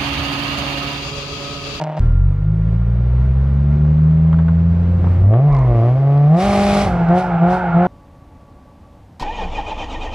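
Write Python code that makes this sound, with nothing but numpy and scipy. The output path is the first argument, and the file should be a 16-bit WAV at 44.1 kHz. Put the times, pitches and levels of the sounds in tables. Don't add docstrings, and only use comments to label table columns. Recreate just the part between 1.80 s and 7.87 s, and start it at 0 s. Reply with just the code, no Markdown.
import sys
import numpy as np
from scipy import signal
from scipy.fft import rfft, irfft, next_fast_len
from scipy.io import wavfile
from scipy.ndimage import uniform_filter1d, minimum_filter1d

SR = 44100
rng = np.random.default_rng(int(sys.argv[2]) if len(sys.argv) > 2 else 0)


def master_out(mix):
    frames = np.transpose(np.atleast_2d(mix))
    ceiling = np.clip(frames, -1, 1)
    pcm = np.round(ceiling * 32767).astype(np.int16)
    wavfile.write(sys.argv[1], SR, pcm)


N = 267687
T = np.arange(N) / SR
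CUT_S, LAUNCH_S, SLIDE_S = .195, 3.4, 5.2
OVERRUN_FROM_S = 4.4
PRESS_S, LIFT_S = .036, .029

# (strength [dB per dB of unevenness], delay [s per 2 dB of unevenness])
CYLINDERS = [(1.5, 0), (0.14, .00007), (-1.5, -.00005), (0.9, .00002)]
# (frequency [Hz], relative gain [dB])
ROADSIDE_RESPONSE = [(40, -20), (110, -19), (157, 9.5), (220, -31), (320, -8), (450, -17.5), (620, 3),
                     (700, 1.5), (800, -3.5), (920, -3), (1100, -18.5), (2000, -26), (5000, -45)]
# (time [s], level [dB])
ROADSIDE_LEVEL = [(0, -17.5), (.05, -23.5), (.09, -23), (.15, -27), (.195, -18)]
# (frequency [Hz], relative gain [dB])
HISS_SPECTRUM = [(200, 5), (900, 10), (1500, -3), (2800, -6.5), (5000, -25), (9000, -37)]
# (time [s], peak level [dB], decay [s])
STONE_HITS = [(.013, -30, 0.006), (.039, -27, 0.0021), (.168, -42.5, 0.024), (3.727, -36.5, .002),
              (3.748, -36.5, 0.0027), (3.767, -36, .002), (3.788, -35.5, .002), (3.882, -45, 0.0017),
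              (4.377, -39, 0.0015), (5.286, -37, .002)]
# (frequency [Hz], relative gain [dB])
STONE_RESPONSE = [(600, -5.5), (1500, 5.5), (5000, -2), (8000, -14.5), (12000, -26)]
# (time [s], firing rate [Hz])
FIRING_RATE = [(.2, 38.5), (.3, 39.14), (.36, 46.03), (.57, 49.09), (.72, 52.57), (1.26, 60.69),
               (1.98, 73.86), (2.28, 78.15), (3.38, 89.15), (3.47, 98.95), (3.55, 115.3), (3.62, 139.4),
               (3.67, 147.8), (3.9, 119.5), (4.01, 113.4), (4.2, 136.6), (4.46, 146.1), (4.52, 157.5),
               (4.65, 200.9), (5.04, 202), (5.11, 177.6), (5.27, 165.8)]
# (time [s], hold [s], intake level [dB], grit level [dB])
THROTTLE_STABS = [(3.494, 0.069, -16.5, -73.5), (3.86, 0.23, -22, -57), (4.236, 0.22, -27.5, -69.5),
                  (4.494, .525, -19, -26), (5.275, 0.11, -15, -34.5), (5.595, 0.15, -17, -39.5),
                  (5.933, .15, -16.5, -52)]
EXHAUST_HARMONICS = [1, -4.5, -11]
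# (frequency [Hz], gain [dB])
CABIN_MODES = [(39, -16.5), (46, -11), (49, -16.5), (53, -17), (65, -11.5), (79, -16.5), (88, -11),
               (100, -10.5), (120, -10.5), (138, -10.5), (157, -3.5), (168, -7.5), (176, -15), (184, -21),
               (203, -16), (220, -11.5), (240, -23), (270, -29.5)]
# (time [s], hold [s], change of the boom [dB])
CLUTCH_LOADS = [(.16, 0.3, 5.5), (.5, 0.097, -3.5), (3.41, 0.16, 5.5)]
# (frequency [Hz], relative gain [dB])
GROWL_RESPONSE = [(40, -24), (100, -9.5), (150, -9), (240, -1), (340, 1), (450, -1.5), (570, 2), (690, 3),
                  (800, -6), (930, -18.5), (1170, -11.5), (1450, -32), (2000, -27), (5000, -56.5)]
# (frequency [Hz], relative gain [dB])
BLARE_RESPONSE = [(40, -39), (100, -15), (150, 6.5), (260, -25), (350, 1), (450, -1.5), (590, 2.5),
                  (730, 9), (820, 0.5), (930, -16.5), (1180, -8), (1400, -25), (1800, -22), (5000, -50.5)]
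# (frequency [Hz], relative gain [dB])
PANEL_RESPONSE = [(240, -21), (330, 0.5), (365, 17), (420, -3.5), (470, -11.5), (520, 7.5), (600, -4),
                  (650, 5.5), (720, -17), (800, 3.5), (900, -14.5), (1170, -17), (1700, -33), (4000, -35)]
# (frequency [Hz], relative gain [dB])
RUSH_SPECTRUM = [(120, -15.5), (250, 0), (450, 4.5), (800, -4.5), (1050, -4.5), (1400, -7.5), (1700, -12),
                 (2200, -14.5), (3200, -23.5), (5000, -30.5), (8000, -38.5), (12000, -43.5)]
# (time [s], level [dB])
RUSH_LEVEL = [(.2, -37), (.6, -43), (1.4, -38.5), (2.8, -39), (3.32, -35), (3.52, -39.5), (4.08, -34.5),
              (4.28, -37), (5.05, -30.5), (6.07, -47)]
# (frequency [Hz], relative gain [dB])
RUMBLE_RESPONSE = [(20, -29), (35, -16.5), (52, -2), (80, -8.5), (120, -7), (170, -9.5), (260, -20),
                   (450, -42)]
# (peak time [s], level [dB], rise [s], decay [s])
RUMBLE_SWELLS = [(.2, -19.5, .01, 0.15), (3.4, -19.5, 0.73, .1), (4.7, -23.5, .15, 0.55),
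                 (5.061, -18.5, 0.022, 0.062)]
# (time [s], peak level [dB], decay [s])
TRIM_HITS = [(2.529, -25.5, 0.0052), (2.543, -29, .003), (2.588, -23.5, 0.0036), (2.597, -32, 0.0053),
             (2.682, -29, 0.011), (3.538, -23.5, 0.0076), (3.548, -40, .004), (3.572, -36, .004)]
# (frequency [Hz], relative gain [dB])
TRIM_RESPONSE = [(300, -30.5), (800, 10.5), (1400, 9.5), (2200, -7), (3800, -17), (5000, -32), (9000, -34)]
# (time [s], peak level [dB], decay [s])
KNOCK_HITS = [(3.241, -16.5, 0.0083), (3.266, -19, 0.0087)]
# (frequency [Hz], relative gain [dB])
KNOCK_RESPONSE = [(100, -19), (165, 18.5), (300, -4.5), (550, 0.5), (1300, -4), (2200, -34), (6000, -46.5)]
# (frequency [Hz], relative gain [dB])
GRIT_SPECTRUM = [(500, -16), (1200, 8), (1750, 0), (2100, 5.5), (3000, 0.5), (4000, -2), (5500, -4.5),
                 (6500, -9.5), (9000, -12), (11000, -11.5), (12500, -26)]
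# (time [s], hold [s], release [s], starting slip rate [Hz], glide [Hz/s],
# starting level [dB], growth [dB/s], overtone [dB], roughness [fraction of slip rate])
SQUEALS = [(3.67, .15, .08, 1031, -150, -31, -1, -13, .06),
           (4.599, 0.17, .15, 1145, 61.5, -32, -3, -28.5, .04),
           (4.621, 1.7, .05, 781, 25.5, -31, 3.5, -15, .035), (5.078, 1, .05, 1384, -49, -37, 9, -31, .035),
           (5.73, 0.12, 0.031, 852, 3, -27, -1, -29.5, .015)]
# (frequency [Hz], relative gain [dB])
SCRUB_SPECTRUM = [(300, -10.5), (550, -12.5), (830, 3.5), (1050, -4.5), (1350, -6), (1580, -11.5),
                  (1780, -18), (2150, -11.5), (2900, -22.5), (4500, -38)]


def undb(db):
    return 10 ** (np.asarray(db) / 20)


def curve(rows):
    return np.interp(T, *np.transpose(rows))


def unit(x):
    return x / np.sqrt(np.mean(x ** 2))


def steady(x, size=SR // 16):
    return x / np.sqrt(uniform_filter1d(uniform_filter1d(x ** 2, size), size) + 1e-12)


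def walk(rate_hz, size=16384):
    return np.sqrt(3 / 2) * np.interp(T * rate_hz, np.arange(size), rng.standard_normal(size))


def until(end_s, fade_s):
    return np.exp(-(T - end_s).clip(0) / fade_s)


def envelope(start_s, held_s, attack_s, release_s):
    return np.clip((T - start_s) / attack_s, 0, 1) * until(start_s + held_s, release_s)


def with_revs(hz, db, db_per_octave):
    return undb(db + db_per_octave * np.log2(hz / 100))


def pan(right_db):
    return undb(np.array([[-1], [1]]) * right_db / 2)


def noise(spread):
    direct, *reflected = rng.standard_normal((3, N))
    return (direct + spread * np.array(reflected)) / np.hypot(1, spread)


def colour(x, response, size=8192):
    hz, db = np.transpose(response)
    bins = np.maximum(np.arange(size // 2 + 1) * SR / size, 1)
    octaves_outside = np.log2(np.maximum(hz[0] / bins, bins / hz[-1]).clip(1))
    gain_db = np.interp(np.log(bins), np.log(hz), db) - 20 * octaves_outside
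    cepstrum = irfft(np.log(undb(gain_db)))
    cepstrum[1:size // 2] *= 2
    cepstrum[size // 2 + 1:] = 0
    ring = irfft(np.exp(rfft(cepstrum)))
    return signal.oaconvolve(x, ring[None] / np.linalg.norm(ring), axes=1)[:, :N]


def firings(cycles, uneven_db, scatter_db, jitter_s):
    count = np.arange(1, int(cycles[-1]))
    jitter, scatter = rng.standard_normal((N // 100, 2))[count].T
    strength, delay = np.take(CYLINDERS, count, axis=0, mode="wrap").T
    due_s = np.interp(count, cycles, T)
    spread_db = np.interp(due_s, T, uneven_db)
    at = (due_s + spread_db * delay / 2 + jitter_s * jitter).clip(0, T[-3]) * SR
    size = undb(spread_db * strength + scatter_db * scatter)
    i = at.astype(int)
    return (np.bincount(i, size * (1 - at + i), N) + np.bincount(i + 1, size * (at - i), N))[None]


def gas(cycles):
    return unit(rng.standard_normal(N) * np.exp(-(cycles % 1) / .35))


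def roadside(firing_hz=154.2, hiss_db=-38):
    cycles = firing_hz * T + .8
    pulses = firings(cycles, uneven_db=np.full(N, 4.5), scatter_db=1, jitter_s=.00005)
    drive = unit(pulses) + .35 * gas(cycles)
    rasp = steady(colour(drive, ROADSIDE_RESPONSE)) * undb(curve(ROADSIDE_LEVEL))
    return rasp + colour(noise(spread=.099), HISS_SPECTRUM) * undb(hiss_db)


def impacts(hits, response):
    force = sum(undb(db) * (T >= s) * until(s, decay) for s, db, decay in hits)
    return colour(noise(spread=.18) * force, response)


def exhaust(cycles, hz, pedal, pedal_db=.5, overrun_db=-4):
    mode_hz, mode_db = np.transpose(CABIN_MODES)
    overtone_db = np.interp(hz, [85, 110], [0, -14])
    boom = 0
    for k, db in enumerate(EXHAUST_HARMONICS, 1):
        level_db = db + np.interp(k * hz, mode_hz, mode_db) + (k > 1) * overtone_db
        boom += undb(level_db) * np.cos(2 * np.pi * k * cycles)
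    load_db = sum(db * envelope(s, held, PRESS_S, LIFT_S) for s, held, db in CLUTCH_LOADS)
    coasting = (1 - pedal) * (1 - until(OVERRUN_FROM_S, LIFT_S))
    return boom * undb(load_db + pedal_db * pedal + overrun_db * coasting + .5 * walk(35))


def intake(cycles, hz, pedal, middling_hz=118, high_hz=168, limit_hz=202, shut_db=-1.5, open_db=-10):
    uneven_db = np.interp(hz, [high_hz, limit_hz], [1, 1.8])
    pulses = steady(firings(cycles, uneven_db, scatter_db=.7, jitter_s=.00003))
    turbulence = undb(shut_db + (open_db - shut_db) * pedal) * gas(cycles)
    drive = pulses + turbulence
    sharp = np.interp(hz, [middling_hz, high_hz], [0, 1])
    ring = (1 - sharp) * colour(drive, GROWL_RESPONSE) + sharp * colour(drive, BLARE_RESPONSE)
    buzz_gain = with_revs(hz, db=-36, db_per_octave=15) * until(LAUNCH_S, fade_s=.07)
    return steady(reflections(ring)) * intake_gain(hz) + colour(pulses, PANEL_RESPONSE) * buzz_gain


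def reflections(x, t60_s=.074, wet_db=-11):
    t = T[:SR // 8]
    tail = rng.standard_normal(len(t)) * undb(-60 * t / t60_s) * (t > .002)
    return x + undb(wet_db) * signal.oaconvolve(x, tail[None] / np.linalg.norm(tail), axes=1)[:, :N]


def intake_gain(hz, gentle_db=-14):
    launched = np.clip((T - LAUNCH_S) / PRESS_S, 0, 1)
    half_open = with_revs(hz, db=-31.5, db_per_octave=8.5) * undb(gentle_db * (1 - launched))
    stabs = sum(undb(db) * envelope(s, held, PRESS_S, LIFT_S) for s, held, db, _ in THROTTLE_STABS)
    return np.hypot(half_open, stabs)


def mechanical_rush(cycles):
    throb = unit(1 + .035 * np.cos(2 * np.pi * cycles))
    flutter = undb(.5 * walk(15))
    return colour(noise(spread=.31) * throb * flutter, RUSH_SPECTRUM) * undb(curve(RUSH_LEVEL))


def body_rumble(rolling_db=-28, launched_db=-33):
    rolling = undb(launched_db + (rolling_db - launched_db) * until(LAUNCH_S, fade_s=.15))
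    swells = sum(undb(db) * envelope(s - rise, rise, rise, fall) for s, db, rise, fall in RUMBLE_SWELLS)
    return colour(noise(spread=.065), RUMBLE_RESPONSE) * np.hypot(rolling, swells)


def tone(pitch_hz, wander):
    hz = pitch_hz * (1 + wander * walk(30))
    flicker = undb(2.5 * walk(22))
    return np.sqrt(2) * np.sin(2 * np.pi * np.cumsum(hz) / SR) * flicker


def steering_pump(turned_db=-46, straight_db=-57):
    turned = undb(turned_db) * envelope(CUT_S, held_s=.18, attack_s=.11, release_s=.076)
    straight = undb(straight_db) * until(end_s=2, fade_s=.15)
    return tone(pitch_hz=1388, wander=.008) * (turned + straight)


def grit(spin_up_s=.11, build_s=.024, settle_s=.047, growth_db_per_s=9):
    spray = 0
    for s, held, _, db in THROTTLE_STABS:
        spin = np.exp(-(s + spin_up_s - T).clip(0) / build_s) * until(s + held, settle_s)
        spray += spin * undb(db - growth_db_per_s * (s + held - T).clip(0))
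    grains = unit(undb(1.2 * walk(900)))
    return colour(noise(spread=.55) * grains, GRIT_SPECTRUM) * spray * pan(right_db=.5)


def squeal(slip_hz, roughness, overtone_db, wander=.042, ribs=4):
    song = 0
    for _ in range(ribs):
        hz = slip_hz * (1 + wander * walk(30) + roughness * walk(500))
        phase = 2 * np.pi * np.cumsum(hz) / SR
        fits = undb(2.5 * walk(45))
        song += fits * (np.sin(phase) + undb(overtone_db) * np.sin(2 * phase))
    return unit(song)


def skid(spin, attack_s=.037, slip_rise=.07, scrub_s=4.6, scrub_db=-32.5, scrub_db_per_s=2):
    sliding_s = (T - scrub_s).clip(0)
    scrub_gain = (sliding_s / attack_s).clip(0, 1) * undb(scrub_db + scrub_db_per_s * sliding_s)
    rubber = colour(noise(spread=.36), SCRUB_SPECTRUM) * scrub_gain
    for s, held, release, hz, glide, db, growth, overtone_db, roughness in SQUEALS:
        age = (T - s).clip(0, held + 2 * release)
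        slip_hz = (hz + glide * age) * (1 + slip_rise * spin)
        gain = envelope(s, held, attack_s, release) * undb(db + growth * age)
        rubber += squeal(slip_hz, roughness, overtone_db) * gain
    return rubber * pan(right_db=2.5)


def wheel_hop(level_db=-21):
    bout = envelope(start_s=3.68, held_s=.24, attack_s=.051, release_s=.05)
    return tone(pitch_hz=51.5, wander=.1) * bout * undb(level_db)


def stumbles(dip_db=-5.5, width_s=.019, lead_s=.0094):
    dips = sum(np.exp(-((T - s + lead_s) / width_s) ** 2) for s, *_ in THROTTLE_STABS if s > SLIDE_S)
    return undb(dip_db * dips)


def wheelspin(lag_s=.04, fall_s=.16):
    spin = np.zeros(N)
    for s, held, *_ in THROTTLE_STABS:
        if s > SLIDE_S:
            rise_s = held + lag_s
            rise = np.sin(np.pi / 2 * np.clip((T - s) / rise_s, 0, 1))
            spin += rise * np.clip(1 - (T - s - rise_s) / fall_s, 0, 1)
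    return spin


def scene(spin_rise_hz=18, bite_db=4, spin_db=-3.5):
    pedal = sum(envelope(s, held, PRESS_S, LIFT_S) for s, held, *_ in THROTTLE_STABS)
    spin = wheelspin()
    firing_hz = curve(FIRING_RATE) + spin_rise_hz * spin
    cycles = np.cumsum(firing_hz) / SR
    boom = exhaust(cycles, firing_hz, pedal) * undb(bite_db * pedal * (T > SLIDE_S) + spin_db * spin)
    roar = intake(cycles, firing_hz, pedal)
    engine = (boom + roar) * stumbles() + mechanical_rush(cycles) + steering_pump()
    chassis = body_rumble() + grit() + wheel_hop() + skid(spin)
    cabin = engine + chassis + impacts(TRIM_HITS, TRIM_RESPONSE) + impacts(KNOCK_HITS, KNOCK_RESPONSE)
    inside = np.clip((T - CUT_S - .004) / .004, 0, 1)
    return (T < CUT_S) * roadside() + inside * cabin + impacts(STONE_HITS, STONE_RESPONSE)


def record(dry, left_lag_s=.000037, ceiling=.68, top_hz=12000):
    size = next_fast_len(N + 1024, real=True)
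    delay = np.exp(-2j * np.pi * np.fft.rfftfreq(size, 1 / SR) * left_lag_s)
    left = irfft(rfft(dry[0], size) * delay, size)[:N]
    stereo = np.array([left, dry[1]])
    headroom = ceiling / np.maximum(np.abs(stereo).max(axis=0), ceiling)
    gain = uniform_filter1d(minimum_filter1d(headroom, size=1024), size=1024)
    lowpass = signal.ellip(8, .2, 70, top_hz, fs=SR, output="sos")
    return signal.sosfilt(lowpass, stereo * gain)


dry = scene()
out = record(dry)
master_out(out)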